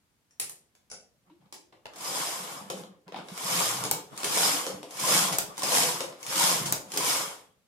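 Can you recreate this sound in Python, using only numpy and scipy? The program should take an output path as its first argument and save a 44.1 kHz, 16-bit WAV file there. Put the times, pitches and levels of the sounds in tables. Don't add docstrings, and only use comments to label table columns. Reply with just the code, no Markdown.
import sys
import numpy as np
from scipy import signal
from scipy.fft import rfft, irfft, next_fast_len
from scipy.io import wavfile
from scipy.ndimage import uniform_filter1d, map_coordinates

SR = 44100
rng = np.random.default_rng(int(sys.argv[2]) if len(sys.argv) > 2 else 0)


def wav_record(signal):
    frames = np.transpose(np.atleast_2d(signal))
    bounded = np.clip(frames, -1, 1)
    quanta = np.round(bounded * 32767).astype(np.int16)
    wavfile.write(sys.argv[1], SR, quanta)


N = 338247

# centre/Hz, width/Hz, lift/dB
BODY_MODES = [(165, 14, 4), (190, 18, 4), (300, 22, 4), (347, 12, 4), (420, 18, 5), (523, 36, 5),
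              (740, 38, 4), (872, 54, 5), (1001, 24, 4), (1089, 18, 3), (1186, 32, 3), (1362, 30, 3),
              (2233, 70, 5), (3181, 150, 1.5), (5150, 420, 3.5), (6780, 200, 2), (7680, 200, 2),
              (9750, 250, 2), (14450, 400, 4)]
# t/s, relative level/dB, left-right/dB
PAWL_SNAPS = [(3.912, -19, -2.5), (5.385, -19, -2), (6.724, -19, -0.5), (6.974, -26.5, -2)]


def amp(db):
    return 10 ** (np.asarray(db) / 20)


def unit(x):
    return x / np.sqrt(np.mean(x ** 2) + 1e-20)


def summed_db(levels_db):
    power = sum(amp(db) ** 2 for db in levels_db)
    return 20 * np.log10(np.sqrt(power) + 1e-7)


def along(points, hz):
    f, v = np.transpose(points)
    return np.interp(np.log(hz + 1), np.log(f + 1), v)


def wobble(knots_per_s):
    knots = rng.standard_normal(int(N * knots_per_s / SR) + 4)
    return map_coordinates(knots, [np.arange(N) * knots_per_s / SR])


def filtered(x, response):
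    size = x.shape[-1]
    m = next_fast_len(size + SR // 2)
    spectrum = rfft(x, m) * response(np.fft.rfftfreq(m, 1 / SR))
    return irfft(spectrum, m)[..., :size]


def causal(db):
    cepstrum = irfft(np.log(amp(db)))
    half = len(cepstrum) // 2
    cepstrum[1:half] *= 2
    cepstrum[half + 1:] = 0
    return np.exp(rfft(cepstrum))


def lift(modes, hz):
    return sum(db / (1 + (2 * (hz - centre) / width) ** 2) for centre, width, db in modes)


def resonated(x, colour, modes):
    return filtered(x, lambda hz: causal(along(colour, hz) + lift(modes, hz)))


def add(track, s, sound):
    part = track[..., round(s * SR):][..., :sound.shape[-1]]
    part += sound[..., :part.shape[-1]]


def stereo(pair):
    # f/Hz, left-right correlation
    likeness = [(30, 0.15), (70, 0.24), (140, 0.9), (260, 0.8), (500, 0.68), (1000, 0.077), (2500, 0.0057)]
    # f/Hz, left-right/dB
    balance = [(200, -0.5), (500, 0), (1000, 3), (2000, 1.1), (4000, -0.3), (12000, 0.5)]

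    def mid_side(hz):
        turn = np.arccos(np.clip(along(likeness, hz), -1, 1)) / 2
        return np.array([np.cos(turn), np.sin(turn)])

    mid, side = filtered(pair, mid_side)
    left_right = np.array([mid + side, mid - side])
    return filtered(left_right, lambda hz: amp(np.outer([.5, -.5], along(balance, hz))))


def room(x, wet_db):
    # f/Hz, t60/s
    decay = [(150, 0.41), (400, 0.73), (1000, 0.33), (3000, 0.34), (7500, 0.31), (15000, 0.24)]
    hz, t, z = signal.stft(rng.standard_normal((2, SR // 2)), SR, nperseg=256)
    fade = amp(-60 * t / along(decay, hz)[:, None])
    build_up = 1 - np.exp(-t / 0.0025)
    tail = signal.istft(z * fade * build_up, SR, nperseg=256)[1]
    echo = signal.fftconvolve(x, tail / np.linalg.norm(tail[0]), axes=1)[:, :x.shape[1]]
    return (x + amp(wet_db) * echo) / np.hypot(1, amp(wet_db))


def crack(contact_s):
    t = np.arange(SR // 2) / SR
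    meeting = 1 - np.exp(-4 * t / contact_s)
    burst = meeting * np.exp(-t / contact_s) * rng.standard_normal((2, len(t)))
    return burst / np.linalg.norm(burst, axis=1, keepdims=True)


def snaps(hits, colour, modes, contact_s, wet_db):
    out = np.zeros((2, N))
    for s, db, pan_db in hits:
        ring = unit(resonated(crack(contact_s), colour, modes))
        pan = amp([[pan_db / 2], [-pan_db / 2]])
        add(out, s, room(ring, wet_db) * amp(db - 19.0) * pan)
    return out


def still_air():
    # f/Hz, relative density/dB
    colour = [(15, -59), (25, -26), (32, -16.5), (48, -3), (70, -2), (100, -2), (170, 1), (344, -10),
              (9320, -20.5), (14800, -24), (16000, -32)]
    hiss = filtered(rng.standard_normal((2, N)), lambda hz: amp(along(colour, hz)))
    return amp(-72.5) * unit(hiss)


def latches():
    # t/s, relative level/dB, left-right/dB
    hits = [(0.308, -58, -1), (0.900, -44.5, 0), (0.914, -34.5, -1), (0.929, -44, 0)]
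    # f/Hz, relative gain/dB
    colour = [(130, -5), (500, -6), (1500, -6), (2800, -9), (3900, -9), (5700, 4), (8500, -5.5),
              (10300, 1.5), (11500, -28), (16000, -29.5)]
    # centre/Hz, width/Hz, lift/dB
    modes = [(720, 70, 8), (1450, 160, 7), (1800, 100, 5), (2250, 160, 7), (2700, 160, 8), (5450, 400, 9),
             (6900, 300, 6), (7550, 200, 4), (9650, 200, 5)]
    return snaps(hits, colour, modes, contact_s=0.003, wet_db=3.5)


def levers():
    # t/s, relative level/dB, left-right/dB
    hits = [(0.398, -25.5, -7), (0.401, -29, 7), (0.414, -36.5, 1.5), (0.495, -35.5, -1)]
    # f/Hz, relative gain/dB
    colour = [(100, -21), (400, -12.5), (3500, -5.5), (5500, -2), (9000, 3.5), (13000, -2.5), (16000, -15)]
    # centre/Hz, width/Hz, lift/dB
    modes = [(850, 150, 4), (1880, 220, 3), (8520, 250, 4), (9350, 300, 7)]
    return snaps(hits, colour, modes, contact_s=0.0022, wet_db=0.0)


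def contacts():
    # t/s, relative case level/dB, relative steel level/dB, contact/s
    knocks = [(0.412, -51, -34, 0.013), (0.751, -64.5, -60, 0.0023), (0.921, -57, -59, 0.014),
              (1.296, -61.5, -87, 0.011), (1.411, -67, -85, .008), (1.458, -67, -82, .004),
              (1.525, -47.5, -41, 0.003), (1.54, -58, -45, 0.0054), (1.724, -54, -68, 0.0069),
              (1.935, -52, -54, 0.003), (1.958, -59, -43.5, 0.007), (1.982, -60, -44.5, .008),
              (2.008, -64.5, -40, .005), (2.700, -34.5, -33, 0.0029), (2.836, -46.5, -58, 0.00082),
              (3.080, -49, -58, 0.0011), (3.128, -46, -64.5, 0.01), (3.144, -38.5, -59, 0.0014),
              (3.160, -37.5, -54, 0.0045), (3.174, -45, -53.5, 0.0017), (3.187, -41.5, -58.5, 0.0026),
              (3.201, -54, -63.5, .002), (3.285, -42.5, -48.5, 0.003), (3.376, -42, -35.5, 0.003),
              (3.838, -36.5, -28.5, 0.002), (3.850, -34.5, -34, 0.0045), (4.164, -58.5, -48, 0.0027),
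              (4.176, -51, -34.5, 0.0024), (4.203, -54, -40, 0.0017), (4.232, -33, -32, 0.0025),
              (4.243, -32, -24, 0.0046), (4.666, -35.5, -32.5, 0.0012), (4.712, -47.5, -50.5, 0.0017),
              (4.830, -40, -46, 0.0017), (4.907, -53.5, -41.5, 0.0048), (4.97, -50, -40.5, 0.0032),
              (4.995, -45, -28, .009), (5.324, -30.5, -26, 0.0095), (5.57, -60.5, -46, .002),
              (5.579, -40.5, -33.5, 0.0023), (5.592, -43, -35.5, 0.0051), (5.621, -38.5, -32.5, 0.0012),
              (5.632, -30.5, -24, 0.0067), (6.005, -31.5, -31, 0.0028), (6.125, -47.5, -56, .003),
              (6.208, -61, -53, 0.0034), (6.229, -56.5, -37.5, 0.0023), (6.249, -57.5, -49, 0.0014),
              (6.265, -58, -34, 0.0026), (6.656, -34.5, -26, 0.011), (6.903, -64.5, -49, 0.0029),
              (6.919, -45, -34, 0.002), (6.936, -38.5, -33.5, 0.0077), (6.963, -37, -34.5, 0.0011),
              (6.973, -37, -23.5, 0.0061)]
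    # case re snap/dB, steel re snap/dB, contact/s
    pawl_knock = (-13.5, -7.5, 0.0058)
    shove_db, shove_db_per_doubling = -4.5, 9
    bed_of_case_db, bed_of_steel_db = -2, -6

    out = np.zeros((2, N))
    case_rel_db, steel_rel_db, pawl_s = pawl_knock
    with_pawls = [(s, db + case_rel_db, db + steel_rel_db, pawl_s) for s, db, _ in PAWL_SNAPS]
    for s, case_db, steel_db, contact_s in knocks + with_pawls:
        table_db = case_db + shove_db + shove_db_per_doubling * np.log2(contact_s / 0.0028)
        bed_db = summed_db([case_db + bed_of_case_db, steel_db + bed_of_steel_db])
        colour = [(35, table_db - 28.5), (140, table_db), (260, case_db + 6.5), (1000, case_db + 7.0),
                  (1800, bed_db), (3800, bed_db + 2.0),
                  (6500, steel_db + 0.5), (10500, steel_db - 3.0), (16000, steel_db - 18.5)]
        ring = resonated(crack(contact_s), colour, BODY_MODES)
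        add(out, s, amp(31.0) * room(ring, wet_db=1.5))
    return out


def drags():
    # middle/s, half length/s, case level/dB, table level/dB
    rubs = [(1.28, 0.021, -68, -67), (1.452, 0.049, -72, -65), (2.098, 0.16, -47.5, -60),
            (2.217, 0.036, -45, -50), (2.534, 0.17, -46.5, -56), (2.768, 0.074, -57, -49),
            (2.914, 0.069, -65, -57), (3.087, 0.018, -50.5, -55), (3.196, 0.046, -49.5, -58.5),
            (3.332, 0.021, -68, -48), (3.837, 0.075, -41, -46), (3.954, 0.061, -44.5, -57.5),
            (4.134, 0.02, -47, -40), (4.206, 0.042, -44.5, -54), (4.27, .04, -44.5, -48),
            (4.745, 0.058, -51, -48), (4.93, 0.034, -66, -62), (5.306, 0.019, -34.5, -45),
            (5.515, 0.05, -50, -56), (6.074, 0.081, -50, -56.5), (6.668, 0.14, -42.5, -44.5),
            (7.321, .04, -49.5, -67)]
    t = np.arange(N) / SR
    swell_db = lambda s, half: -10 * np.minimum(((t - s) / half) ** 2, 20)
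    return summed_db(np.add.outer([case_db, table_db], swell_db(s, half))
                     for s, half, case_db, table_db in rubs)


def pushes():
    # fastest at/s, run-up/s, run-out/s, crest level/dB
    passes = [(2.075, 0.13, 0.13, -36), (2.185, 0.23, 0.56, -32.5), (2.531, 0.16, 0.17, -45),
              (2.779, 0.051, 0.14, -49.5), (3.309, 0.075, 0.17, -57), (3.585, 0.3, 0.42, -27),
              (4.428, 0.28, .36, -24.5), (5.14, 0.23, 0.31, -23), (5.77, 0.21, .335, -23.5),
              (6.215, 0.06, 0.11, -55.5), (6.315, 0.07, 0.12, -37.5), (6.44, 0.21, 0.31, -23),
              (7.095, 0.21, 0.31, -26.5)]
    swing_db, roundness = 30.5, 1.66
    t = np.arange(N) / SR

    def level_db(s, up_s, down_s, crest_db):
        away = np.maximum((s - t) / up_s, (t - s) / down_s)
        return crest_db - swing_db * np.minimum(away, 4) ** roundness

    return summed_db(level_db(*push) for push in passes)


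def needle_hits(speed, rate, scatter, uneven, life_s):
    passed = np.cumsum(speed) * rate / SR
    needle = np.arange(1, int(passed[-1]))
    chance = rng.uniform(-1, 1, (len(needle), 2))
    at = np.clip(np.searchsorted(passed, needle + scatter * chance[:, 0]), 0, N - 1)
    blows = np.bincount(at, (1 + uneven * chance[:, 1]) * np.sqrt(speed[at]), N)
    envelope = signal.lfilter([1], [1, -np.exp(-1 / (life_s * SR))], blows)
    return unit(envelope * rng.standard_normal((2, N)))


def shifting(x, depth_db):
    z = signal.stft(x, nperseg=512)[2]
    field = uniform_filter1d(rng.standard_normal(z.shape[1:]), size=3, axis=0)
    field = uniform_filter1d(field, size=5, axis=1)
    return signal.istft(z * amp(depth_db * unit(field)), nperseg=512)[1][:, :N]


def detuned(x):
    detune, knots_per_s = .035, 7
    index = np.arange(N)
    drift = signal.lfilter([1], [1, -np.exp(-1 / SR)], detune * wobble(knots_per_s))
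    return np.array([np.interp((index + drift) % N, index, side) for side in x])


def needle_rings():
    # f/Hz, level re hiss/dB
    tones = [(1000, -14), (2280, -20), (3150, -20), (5150, -15)]
    rings_per_s, decay_s, spread = 30, .009, .055
    out, t = np.zeros((2, N)), np.arange(SR // 12) / SR
    fade = np.exp(-t / decay_s) * (1 - np.exp(-4 * t / decay_s))
    for hz, db in tones:
        track = np.zeros((2, N))
        for when, tune, size, *phase in rng.random((int(rings_per_s * N / SR), 5)):
            pitch_hz = hz * (1 + spread * (2 * tune - 1))
            tone = np.sin(2 * np.pi * np.add.outer(phase, pitch_hz * t))
            add(track, when * N / SR, size ** 2 * fade * tone)
        out += amp(db) * unit(track)
    return out


def carriage():
    # f/Hz, relative density/dB
    table_colour = [(25, -29), (55, -24.5), (90, -12.5), (115, -3), (130, 4), (165, 2), (200, 2), (235, -7),
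                    (320, -26), (700, -77.5)]
    case_colour = [(120, -42.5), (230, -8.5), (280, -3.5), (380, -7.5), (500, -0.3), (640, 0), (900, 0.5),
                   (1150, 3), (1600, -6), (2300, -7.5), (3500, -4.5), (8000, -86)]
    needle_colour = [(600, -54), (1500, -5), (2600, -4.5), (3300, -1.8), (4650, -1), (5000, -0.5),
                     (6000, 0.4), (7200, 0.5), (10000, -0.9), (13000, -5), (15000, -15), (16500, -50.5)]
    brisk_db = -25
    case_brisk_db, case_db_per_db = -31.5, 0.75
    table_brisk_db, table_db_per_db = -48.5, 0.61
    sway_db, sway_knots_per_s = -0.1, 18
    rub_top_hz = 2100

    needle_db = pushes()
    case_drag_db, table_drag_db = drags()
    pace_db = needle_db - brisk_db
    table_db = summed_db([table_brisk_db + table_db_per_db * pace_db, table_drag_db])
    table_db = table_db + sway_db * wobble(sway_knots_per_s)
    speed = np.clip(amp(.3 * (pace_db - 3)), .3, 2)
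    chatter = needle_hits(speed, rate=370, scatter=.4, uneven=.8, life_s=.0014)

    def part(colour, chatter_share, patchy_db):
        friction = rng.standard_normal((2, N))
        drive = shifting(chatter_share * chatter + friction, patchy_db)
        return unit(resonated(drive, colour, BODY_MODES))

    table = amp(table_db) * detuned(part(table_colour, chatter_share=0.64, patchy_db=6.0))
    case_db = case_brisk_db + case_db_per_db * pace_db
    case = amp(case_db) * detuned(part(case_colour, chatter_share=0.5, patchy_db=2.5))
    dull = filtered(part(case_colour, chatter_share=0, patchy_db=3.5),
                    lambda hz: 1 / np.hypot(1, (hz / rub_top_hz) ** 3))
    rub = amp(case_drag_db) * unit(dull)
    steel = amp(needle_db) * part(needle_colour, chatter_share=.38, patchy_db=1.6)
    rings = amp(needle_db) * needle_rings()
    return room(table + case + rub + steel + rings, wet_db=-11.0)


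def rocks():
    # t/s, relative level/dB, f/Hz
    thumps = [(1.299, -43, 960), (1.308, -43, 312), (1.724, -50, 960), (1.856, -41, 660),
              (2.66, -38.5, 196), (2.700, -21, 520), (2.734, -23, 549), (2.742, -37, 190),
              (3.088, -37.5, 393.4), (3.144, -21, 776), (3.155, -41, 215), (3.168, -22, 870),
              (3.19, -29, 740), (3.811, -35, 184), (4.246, -24, 413), (4.667, -20, 537),
              (4.699, -18.5, 520), (4.728, -38.5, 188.7), (5.142, -28.5, 163), (5.313, -29, 175),
              (5.621, -12, 1053), (5.819, -39, 171.8), (5.869, -34, 160), (6.007, -19.5, 524),
              (6.039, -19.5, 528), (6.278, -43.5, 135.2), (6.435, -30, 190.6), (6.642, -31.5, 148),
              (6.978, -24, 436.3)]
    out, t = np.zeros(N), np.arange(SR // 4) / SR
    for s, db, hz in thumps:
        envelope = np.exp(-hz * t / 3.28) * (1 - np.exp(-t / 0.005))
        add(out, s, amp(db) * np.sin(2 * np.pi * hz * t) * envelope)
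    return room(np.array([out, out]), wet_db=-9.0)


def judders():
    # middle/s, half length/s, f/Hz, peak amplitude/dB
    hums = [(1.34, 0.042, 350, -60), (2.79, 0.059, 195, -45), (2.907, 0.02, 195, -46),
            (3.579, 0.033, 178, -36.5), (3.79, 0.16, 126.7, -45.5), (4.553, 0.051, 297, -40.5),
            (4.805, 0.1, 299.3, -50.5), (5.207, 0.068, 186.7, -36.5), (5.845, 0.042, 500.8, -32.5),
            (5.985, 0.15, 354, -47.5), (6.37, 0.032, 540, -38.5), (6.51, 0.053, 178, -40),
            (6.706, 0.053, 143.2, -50.5), (6.993, 0.022, 420, -38.5), (7.29, .05, 555, -49)]
    wander_hz = 7
    out, t = np.zeros(N), np.arange(N) / SR
    wander = np.cumsum(wobble(40)) / SR
    for middle, half, hz, db in hums:
        near = np.abs(t - middle) < 3 * half
        swell = np.exp(-((t[near] - middle) / half) ** 2)
        cycles = hz * t[near] + wander_hz * wander[near]
        out[near] += amp(db) * swell * np.sin(2 * np.pi * cycles)
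    return out


def cams():
    # t/s, relative level/dB, left-right/dB
    hits = [(1.856, -37, 0), (1.866, -42, 0), (3.122, -40, 0)]
    # f/Hz, relative gain/dB
    colour = [(200, -12), (450, 0), (900, -1), (1250, -6), (2900, -9.5), (4500, -12), (7000, -20),
              (16000, -34)]
    # centre/Hz, width/Hz, lift/dB
    modes = [(480, 70, 4), (630, 70, 7), (899, 90, 4), (1680, 200, 3), (2750, 400, 3)]
    return snaps(hits, colour, modes, contact_s=0.0022, wet_db=-3.5)


def pawls():
    # f/Hz, relative gain/dB
    colour = [(1500, -5), (3000, -20.5), (5000, -7.5), (8000, 3.5), (11000, -8), (15500, -3.5),
              (16500, -20)]
    # centre/Hz, width/Hz, lift/dB
    modes = [(6750, 600, 3), (8140, 800, 2.9), (12400, 2700, 13)]
    return snaps(PAWL_SNAPS, colour, modes, contact_s=.0012, wet_db=-5)


def scene():
    clicks = latches() + levers() + cams() + pawls()
    spread = still_air() + clicks + contacts() + carriage()
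    return stereo(spread) + rocks() + judders()


def record(dry):
    top_hz = 15900
    return filtered(dry, lambda hz: hz < top_hz)


dry = scene()
out = record(dry)
wav_record(out)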